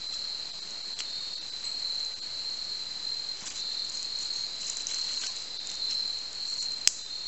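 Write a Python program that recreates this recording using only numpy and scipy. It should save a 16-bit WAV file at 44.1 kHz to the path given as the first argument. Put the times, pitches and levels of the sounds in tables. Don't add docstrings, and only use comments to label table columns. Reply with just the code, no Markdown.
import sys
import numpy as np
from scipy import signal
from scipy.fft import rfft, irfft, next_fast_len
from scipy.io import wavfile
from scipy.ndimage import uniform_filter1d

SR = 44100
rng = np.random.default_rng(int(sys.argv[2]) if len(sys.argv) > 2 else 0)


def wav_record(signal):
    frames = np.transpose(np.atleast_2d(signal))
    bounded = np.clip(frames, -1, 1)
    quanta = np.round(bounded * 32767).astype(np.int16)
    wavfile.write(sys.argv[1], SR, quanta)


def gain_from_db(level_db):
    decades = np.asarray(level_db, float) / 20
    return 10 ** decades


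N = 320607

# first wing stroke in seconds, end in seconds, strokes per second, wing pitch in Hz.
HIGH_TRILLS = [(.107, .48, 38.1, 4250), (.595, .72, 38.8, 4240), (.727, .98, 40, 4250),
               (.996, 1.42, 39.3, 4320), (1.638, 2.06, 39, 4240), (2.208, 2.44, 39.1, 4310),
               (2.453, 2.8, 38.1, 4260), (3.04, 3.36, 40.5, 4180), (3.588, 3.92, 39.7, 4300),
               (3.94, 4.5, 38.8, 4250), (4.602, 4.88, 39.1, 4230), (4.934, 5.35, 39.8, 4310),
               (5.689, 6.3, 39.3, 4250), (6.345, 6.72, 39.5, 4330), (7.097, 7.33, 37.9, 4240)]
LOW_TRILLS = [(.01, .45, 39.1, 4080), (.873, 1.2, 38.4, 4090), (1.473, 1.75, 37.4, 4040),
              (1.818, 2.16, 38.1, 4080), (2.321, 2.7, 40.9, 4100), (2.714, 3, 37.4, 4080),
              (2.995, 3.2, 40.9, 4060), (3.566, 3.86, 39.9, 4070), (3.968, 4.5, 38.9, 4110),
              (4.513, 4.88, 41.5, 4050), (4.907, 5.25, 38.5, 4130), (5.269, 5.65, 41.6, 4050),
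              (5.814, 6.15, 38.8, 4100), (6.402, 6.86, 39.6, 4150), (6.934, 7.33, 40.2, 4060)]
DEEP_TRILLS = [(1.061, 1.46, 38.4, 3700), (3.573, 3.9, 38.5, 3680), (5.559, 5.93, 38.1, 3690),
               (6.986, 7.33, 38.2, 3690)]
# pitch in Hz, level in dB per Hz.
LEAF_COLOUR = [(3600, -41.5), (4600, -1.5), (5400, -3), (6200, -1), (7200, 3.5), (7900, -4.5), (8600, -44)]


def evened(x):
    return x / np.sqrt(np.mean(x ** 2) + 1e-20)


def read(points, hz):
    f, value = np.transpose(points)
    return np.interp(np.log(hz + 1), np.log(f + 1), value)


def coloured(x, points):
    size = next_fast_len(len(x))
    gain = gain_from_db(read(points, np.fft.rfftfreq(size, 1 / SR)))
    return evened(irfft(rfft(x, size) * gain, size)[:len(x)])


def add(mix, s, sound):
    part = mix[round(s * SR):][:len(sound)]
    part += sound[:len(part)]


def ring(hz, t60, rise=.0002):
    t = np.arange(1500) / SR
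    return (1 - np.exp(-t / rise)) * gain_from_db(-60 * t / t60) * np.sin(2 * np.pi * hz * t)


def wander(smooth_s):
    size = round(smooth_s * SR)
    return evened(uniform_filter1d(uniform_filter1d(rng.standard_normal(N), size), size))


def wood(x):
    # pitch in Hz, time to drop 60 dB in seconds.
    echo_times = [(500, 0.16), (3000, 0.47), (5500, 0.72), (8000, 0.71)]
    taps = np.zeros(SR // 2)
    at = np.arange(200, SR // 2 - 20, 20)
    taps[at + rng.integers(0, 20, len(at))] = rng.choice([-1., 1.], len(at))
    hz, t, z = signal.stft(taps, SR, nperseg=256)
    fade = gain_from_db(-60 * t / read(echo_times, hz)[:, None])
    tail = signal.istft(z * fade, SR, nperseg=256)[1]
    return signal.fftconvolve(x, tail / np.linalg.norm(tail))[:N]


def strokes(t, rate, hz, restart):
    stroke = np.clip(t * rate % 1 / .88, 0, 1)
    arch_hz = 80 * np.sin(np.pi * stroke ** .8) - 100 * stroke + 10
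    fresh = restart[(t * rate).astype(int)]
    pressure = np.sin(np.pi * stroke ** .7) ** .6
    return pressure * np.sin(2 * np.pi * (fresh + np.cumsum(hz + arch_hz) / SR))


def crickets():
    # its trills, the level of each trill in dB, how much a neighbour sings between the strokes
    # from 0 to 1, tiring over a trill in dB.
    groups = [
        (HIGH_TRILLS, [-41.5, -48, -41.5, -39, -36, -39.5, -37.5, -36, -40, -38, -48.5, -39.5, -39, -39, -37.5], 0.22, -1.3),
        (LOW_TRILLS, [-39, -41.5, -43.5, -36.5, -40, -40.5, -39, -38.5, -43.5, -42, -35.5, -49, -33.5, -36.5, -44.5], 0.29, -1.8),
        (DEEP_TRILLS, [-48.5, -49.5, -49.5, -49], 0.5, -1.5),
    ]
    slack_hz, tighten_s = 70, .07
    sag_hz_per_s = 70

    out, waver, uneven = np.zeros(N), wander(.003), wander(.012)
    trills = []
    for rows, levels, share, tire_db in groups:
        for row, db in zip(rows, levels):
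            trills.append((*row, db, share, tire_db))
    restart = rng.random((len(trills), 2, 30))
    for k, (start, end, rate, hz, db, share, tire_db) in enumerate(trills):
        t = np.arange(0, end - start, 1 / SR)
        own = (np.arange(len(t)) + k * 9001) % N
        hz = hz - slack_hz * np.exp(-t / tighten_s) - sag_hz_per_s * t
        lead = strokes(t, rate, hz + 12 * waver[own], restart[k, 0])
        neighbour_hz = hz - 30 + 12 * waver[own][::-1]
        neighbour = strokes(t + .5 / rate, .98 * rate, neighbour_hz, restart[k, 1])
        level_db = db + tire_db * (t / t[-1] - .5) + 1.4 * uneven[own]
        fade = np.clip(np.minimum(t / .06 + 0.69, (t[-1] - t) / 0.035), 0, 1)
        add(out, start, 1.723 * gain_from_db(level_db) * fade * (lead + share ** 1.3 * neighbour))
    return out + gain_from_db(-8.5) * wood(out)


def chorus():
    # time in seconds, level in dB.
    swells = [(0, -41.5), (.5, -40.5), (1, -43), (1.5, -41), (2.2, -43), (2.9, -41), (3.35, -42),
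              (3.45, -47), (3.6, -41.5), (4.5, -39), (4.9, -40.5), (5.5, -39), (6.2, -41.5), (6.3, -42.5),
              (6.9, -43), (7.27, -44)]
    # pitch in Hz, width in Hz, level in dB.
    wing_bands = [(4030, 190, -3), (4177, 110, -5), (4535, 660, -8), (3650, 360, -22)]
    s, level_db = np.transpose(swells)
    hz = np.geomspace(2500, 7000, 300)
    shape = sum(gain_from_db(db) * np.exp(-((hz - f) / width) ** 2) for f, width, db in wing_bands)
    blur = coloured(rng.standard_normal(N), np.c_[hz, 20 * np.log10(shape + 1e-5)])
    return gain_from_db(np.interp(np.arange(N) / SR, s, level_db) + 0.5 * wander(0.0051)) * blur


def twigs():
    # start in seconds, peak in dB, ring in Hz, low knock against the tick in dB.
    clear_ticks = [(0.707, -29.5, 6460, -21), (0.9888, -24, 7400, -10.5), (3.849, -27, 7060, -24),
                   (3.8974, -23.5, 6950, -21), (3.9545, -30, 6690, -18), (3.9716, -24, 6690, -24),
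                   (4.028, -21.5, 7000, -27), (4.188, -26.5, 7000, -17), (4.248, -27, 7200, -26),
                   (4.617, -25, 7260, -19), (4.6977, -15, 7100, -23), (4.7692, -17, 7100, -21),
                   (4.8211, -24.5, 7250, -22), (4.869, -15, 6070, -26), (4.9217, -24, 7170, -21),
                   (4.9443, -18.5, 6260, -22), (4.9852, -22.5, 7100, -20), (5.2162, -29, 6410, -11),
                   (5.2346, -27, 5250, -8), (5.2665, -21, 5870, -14), (5.3643, -25, 7100, -25),
                   (5.6713, -19.5, 6940, -27), (5.715, -24, 7180, -17), (5.741, -30, 7200, -25),
                   (5.91, -21, 5380, -14), (6.3296, -28, 6900, -20), (6.3494, -30, 7110, -20),
                   (6.499, -23, 7100, -26.5), (6.625, -22.5, 7300, -13), (6.7197, -23.5, 7100, -20)]
    # start in seconds, peak in dB, ring in Hz.
    pops = [(0.8774, -32.5, 7050), (0.9937, -27, 7200), (1.0044, -24, 4900), (1.0234, -30, 6920),
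            (1.9965, -31, 6450), (2.0485, -28, 6550), (2.37, -35, 5070), (3.3704, -30, 5030),
            (3.4286, -35, 6540), (3.4623, -33, 6700), (3.7883, -36.5, 4930), (4.0577, -30, 6660),
            (4.1669, -32, 6310), (4.3704, -33, 6620), (4.6998, -18, 7040), (4.9027, -27, 5900),
            (5.016, -27, 5950), (5.1327, -25, 7260), (5.4218, -28.5, 7190), (5.694, -31, 7080),
            (5.7004, -24, 6160), (5.7538, -26.5, 6760), (5.8596, -34, 6480), (6.0786, -31, 7060),
            (6.1873, -31.5, 6420), (6.5231, -33, 7260), (6.5695, -28.5, 7060), (6.7805, -31, 7640),
            (6.8139, -32, 7390)]
    # start in seconds, peak in
    # dB, ring in Hz, 60 dB fade in seconds.
    knocks = [(.9905, -24.5, 3320, 0.0099), (1.0049, -16, 2900, 0.0038), (1.0055, -27, 5200, .003),
              (1.006, -35, 7400, 0.007), (3.424, -41, 194, 0.039), (3.44, -41, 1020, 0.022),
              (3.464, -32.5, 1610, 0.0087), (5.049, -41.5, 955, 0.025), (5.1, -45, 1980, 0.033),
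              (5.237, -25, 3130, 0.0073), (5.237, -36, 1550, 0.048), (5.269, -29, 2770, 0.0066),
              (5.288, -39.5, 1040, 0.059), (5.284, -34, 2660, 0.036), (5.716, -29.5, 2900, .006),
              (5.9119, -30.5, 2970, 0.0088)]
    pop_knock_db = -16.5

    out = np.zeros(N)
    ticks = list(clear_ticks) + [(*row, pop_knock_db) for row in pops]
    for (s, db, hz, low_db), (a, b, c) in zip(ticks, rng.random((len(ticks), 3))):
        s = s + .0007
        add(out, s, gain_from_db(db + 5) * ring(hz, .0045, 0.00032))
        add(out, s, gain_from_db(db + 3) * ring(5200 + 1200 * a, .0016, .0001))
        add(out, s + .0008 + .002 * b, gain_from_db(db - 6) * ring(hz * (.85 + .2 * c), .005))
        add(out, s, gain_from_db(db + low_db + 3.5) * ring(2200 + 1000 * c, 0.0045))
    for s, db, hz, t60 in knocks:
        add(out, s, gain_from_db(db) * (ring(hz, t60, .0001) + .5 * ring(0.78 * hz, 0.0023)))
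    return out + gain_from_db(-12) * wood(out)


def crackle(per_s, lo_hz, hi_hz, t60):
    happens = rng.random(N) < per_s / SR
    size = gain_from_db(3 * np.minimum(rng.exponential(1, N), 4)) * happens
    kind = rng.integers(0, 8, N)
    cracks = np.zeros(N)
    for k, hz in enumerate(np.geomspace(lo_hz, hi_hz, 8)):
        cracks += signal.oaconvolve(size * (kind == k), ring(hz, t60)[:500])[:N]
    fizz = 1.1 * rng.standard_normal(N)
    return (evened(cracks) + fizz) * gain_from_db(1.8 * wander(.008))


def rustle():
    # middle in seconds, length in seconds, leaf rustle in dB, stick scrape in dB.
    movements = [(0.141, 0.036, -37.5, -41), (1.002, 0.031, -38, -46), (1.654, 0.11, -49, -49),
                 (3.434, 0.13, -44.5, -45.5), (3.483, 0.1, -36.5, -41), (3.574, 0.096, -40.5, -49),
                 (3.722, 0.14, -48, -52), (3.972, 0.24, -44.5, -55), (4.118, .07, -48, -56),
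                 (4.234, 0.15, -41.5, -52), (4.37, 0.23, -47, -55), (4.677, 0.22, -39.5, -47),
                 (4.798, 0.1, -42, -48.5), (4.926, 0.19, -41.5, -46.5), (5.088, 0.56, -42.5, -49),
                 (5.23, 0.2, -37.5, -42), (5.387, 0.15, -43, -50), (5.726, .14, -49, -54),
                 (5.918, 0.087, -45, -51), (6.52, 0.18, -43.5, -63), (6.614, 0.13, -39.5, -57)]
    # pitch in Hz, level in dB per Hz.
    stick_colour = [(59, -35), (100, -13.5), (411, -15.5), (692, -15), (1710, -9), (3500, 0), (4550, -31),
                    (7700, -120)]
    s, length, leaf_db, stick_db = np.transpose(movements)
    t = np.arange(0, N, 64) / SR
    swell = np.exp(-abs(2 * (t[:, None] - s) / length) ** 1.55 * 1.35)

    def loudness(db, still_db):
        strongest = (swell * gain_from_db(db)).max(1)
        return np.interp(np.arange(N) / SR, t, np.maximum(strongest, gain_from_db(still_db)))

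    leaves = loudness(leaf_db, -55.5) * coloured(crackle(1500, 4750, 8100, 0.0064), LEAF_COLOUR)
    sticks = loudness(stick_db, -62) * coloured(crackle(900, 616, 3720, 0.0046), stick_colour)
    return leaves + gain_from_db(-2) * sticks


def snap():
    # pitch in Hz, level in dB, time to drop 60 dB in seconds.
    rings = [(250, -17, 0.0063), (2120, -21.5, 0.003), (2900, -9.5, 0.0033), (3500, -6, .003),
             (5020, 2.5, 0.0029), (5460, -11, 0.0055), (6230, -4, 0.0056), (7490, -5, 0.0071)]
    # delay in seconds, level in dB.
    stone_echoes = [(.0010, -17.5), (.0017, -17), (.0025, -24), (.0031, -19), (.0039, -25), (.0055, -27),
                    (.0073, -32), (.012, -20), (0.021, -31)]
    start_s, level_db = 6.87468, 3
    out, scattered = np.zeros(N), np.zeros(N)
    crack = sum(gain_from_db(db) * ring(hz, t60, .00008) for hz, db, t60 in rings)
    no_bass = signal.butter(1, 1500, "high", fs=SR, output="sos")
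    crack = signal.sosfilt(no_bass, crack)
    add(out, start_s, gain_from_db(level_db) * crack)
    bright_echo = evened(np.gradient(crack)) * np.std(crack)
    for delay, db in stone_echoes:
        add(out, start_s + delay, gain_from_db(level_db + db) * bright_echo)
    click = np.zeros(200)
    click[100] = 1
    add(scattered, start_s, gain_from_db(level_db - 6) * coloured(click, LEAF_COLOUR) / 10)
    return out + wood(scattered)


def bird():
    # start in seconds, length in seconds, first pitch in Hz, glide in Hz, level in dB.
    calls = [
        (1.64, 0.066, 7720, -80.5, -43.5),
        (3.92, 0.14, 6450, 262, -51.5),
        (4.325, .17, 6440, 333, -46.5),
        (4.5, .1, 6700, 10, -58.5),
        (5.885, .13, 5360, -60, -48),
    ]
    rise_s, fade_db = 0.0073, -7.5
    out, waver = np.zeros(N), wander(0.0025)
    for s, length, hz, glide_hz, db in calls:
        t = np.arange(0, length, 1 / SR)
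        pitch_hz = hz + glide_hz * t / length + 40 * waver[:len(t)]
        tone = np.sin(2 * np.pi * np.cumsum(pitch_hz) / SR)
        edges = np.clip(np.minimum(t, length - t) / rise_s, 0, 1)
        add(out, s, np.sqrt(2) * gain_from_db(db + fade_db * t / length) * edges * tone)
    return out + gain_from_db(-5) * wood(out)


def hiss_and_air():
    # pitch in Hz, level in dB per Hz.
    hiss_colour = [(12, -32.5), (20, -9), (34, -6.5), (54, -10), (789, -10), (1380, -12), (3400, -10.5),
                   (4420, -53.5)]
    # pitch in Hz, level in dB per Hz.
    air_colour = [(4420, -54.5), (5300, -10), (5740, -12.5), (7590, -9.5), (7980, -19), (8390, -20),
                  (8600, -46.5), (11200, -75.5)]
    return gain_from_db(-49.5) * coloured(rng.standard_normal(N), hiss_colour + air_colour[1:])


def scene():
    creatures = crickets() + chorus() + bird()
    fireside = twigs() + rustle() + snap()
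    return (creatures + fireside + hiss_and_air())[None]


def thin_out(x):
    thin_moments = [.08, .14, .61, .83, .95, 1.36, 1.4, 1.51, 2.15, 2.21, 3.492, 5.2, 5.285, 5.585, 6.5,
                    6.605, 7.035]
    empty_moments = [.52]
    hz, t, z = signal.stft(x, SR, nperseg=512, noverlap=384)
    bands = (17 * np.log(hz / 700 + 1)).astype(int)
    loss_db = np.zeros(z.shape[1:])
    moments = [(s, 15) for s in thin_moments] + [(s, 30) for s in empty_moments]
    chance = np.where(np.arange(70) < 32, .62, .3)
    lost_bands = rng.random((len(moments), 70)) < chance
    for (s, db), lost in zip(moments, lost_bands):
        gone = lost[bands] & (abs(hz - 4150) > 450)
        loss_db += db * np.outer(gone, np.exp(-((t - s) / .012) ** 4))
    return signal.istft(z * gain_from_db(-loss_db), SR, nperseg=512, noverlap=384)[1][:, :N]


def roll_off(x):
    return signal.sosfilt(signal.butter(12, 16000, fs=SR, output="sos"), x)


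def record(dry):
    power_db = 10 * np.log10(abs(uniform_filter1d(dry[0] ** 2, 400)) + 1e-12)
    fall = np.arange(N) * 6.1 / SR
    held = np.maximum.accumulate(.3 * (power_db + 24) + fall)
    over_db = np.maximum(held - fall, 0)
    ducked = dry / gain_from_db(np.roll(uniform_filter1d(over_db, 300), 500))
    band_limit = signal.firwin(401, 8056, window=("kaiser", 9), fs=SR)
    narrow = signal.oaconvolve(thin_out(ducked), band_limit[None], "same")
    mix = np.clip(narrow - .0036, -1.02, 1.02)
    return roll_off(mix)


dry = scene()
out = record(dry)
wav_record(out)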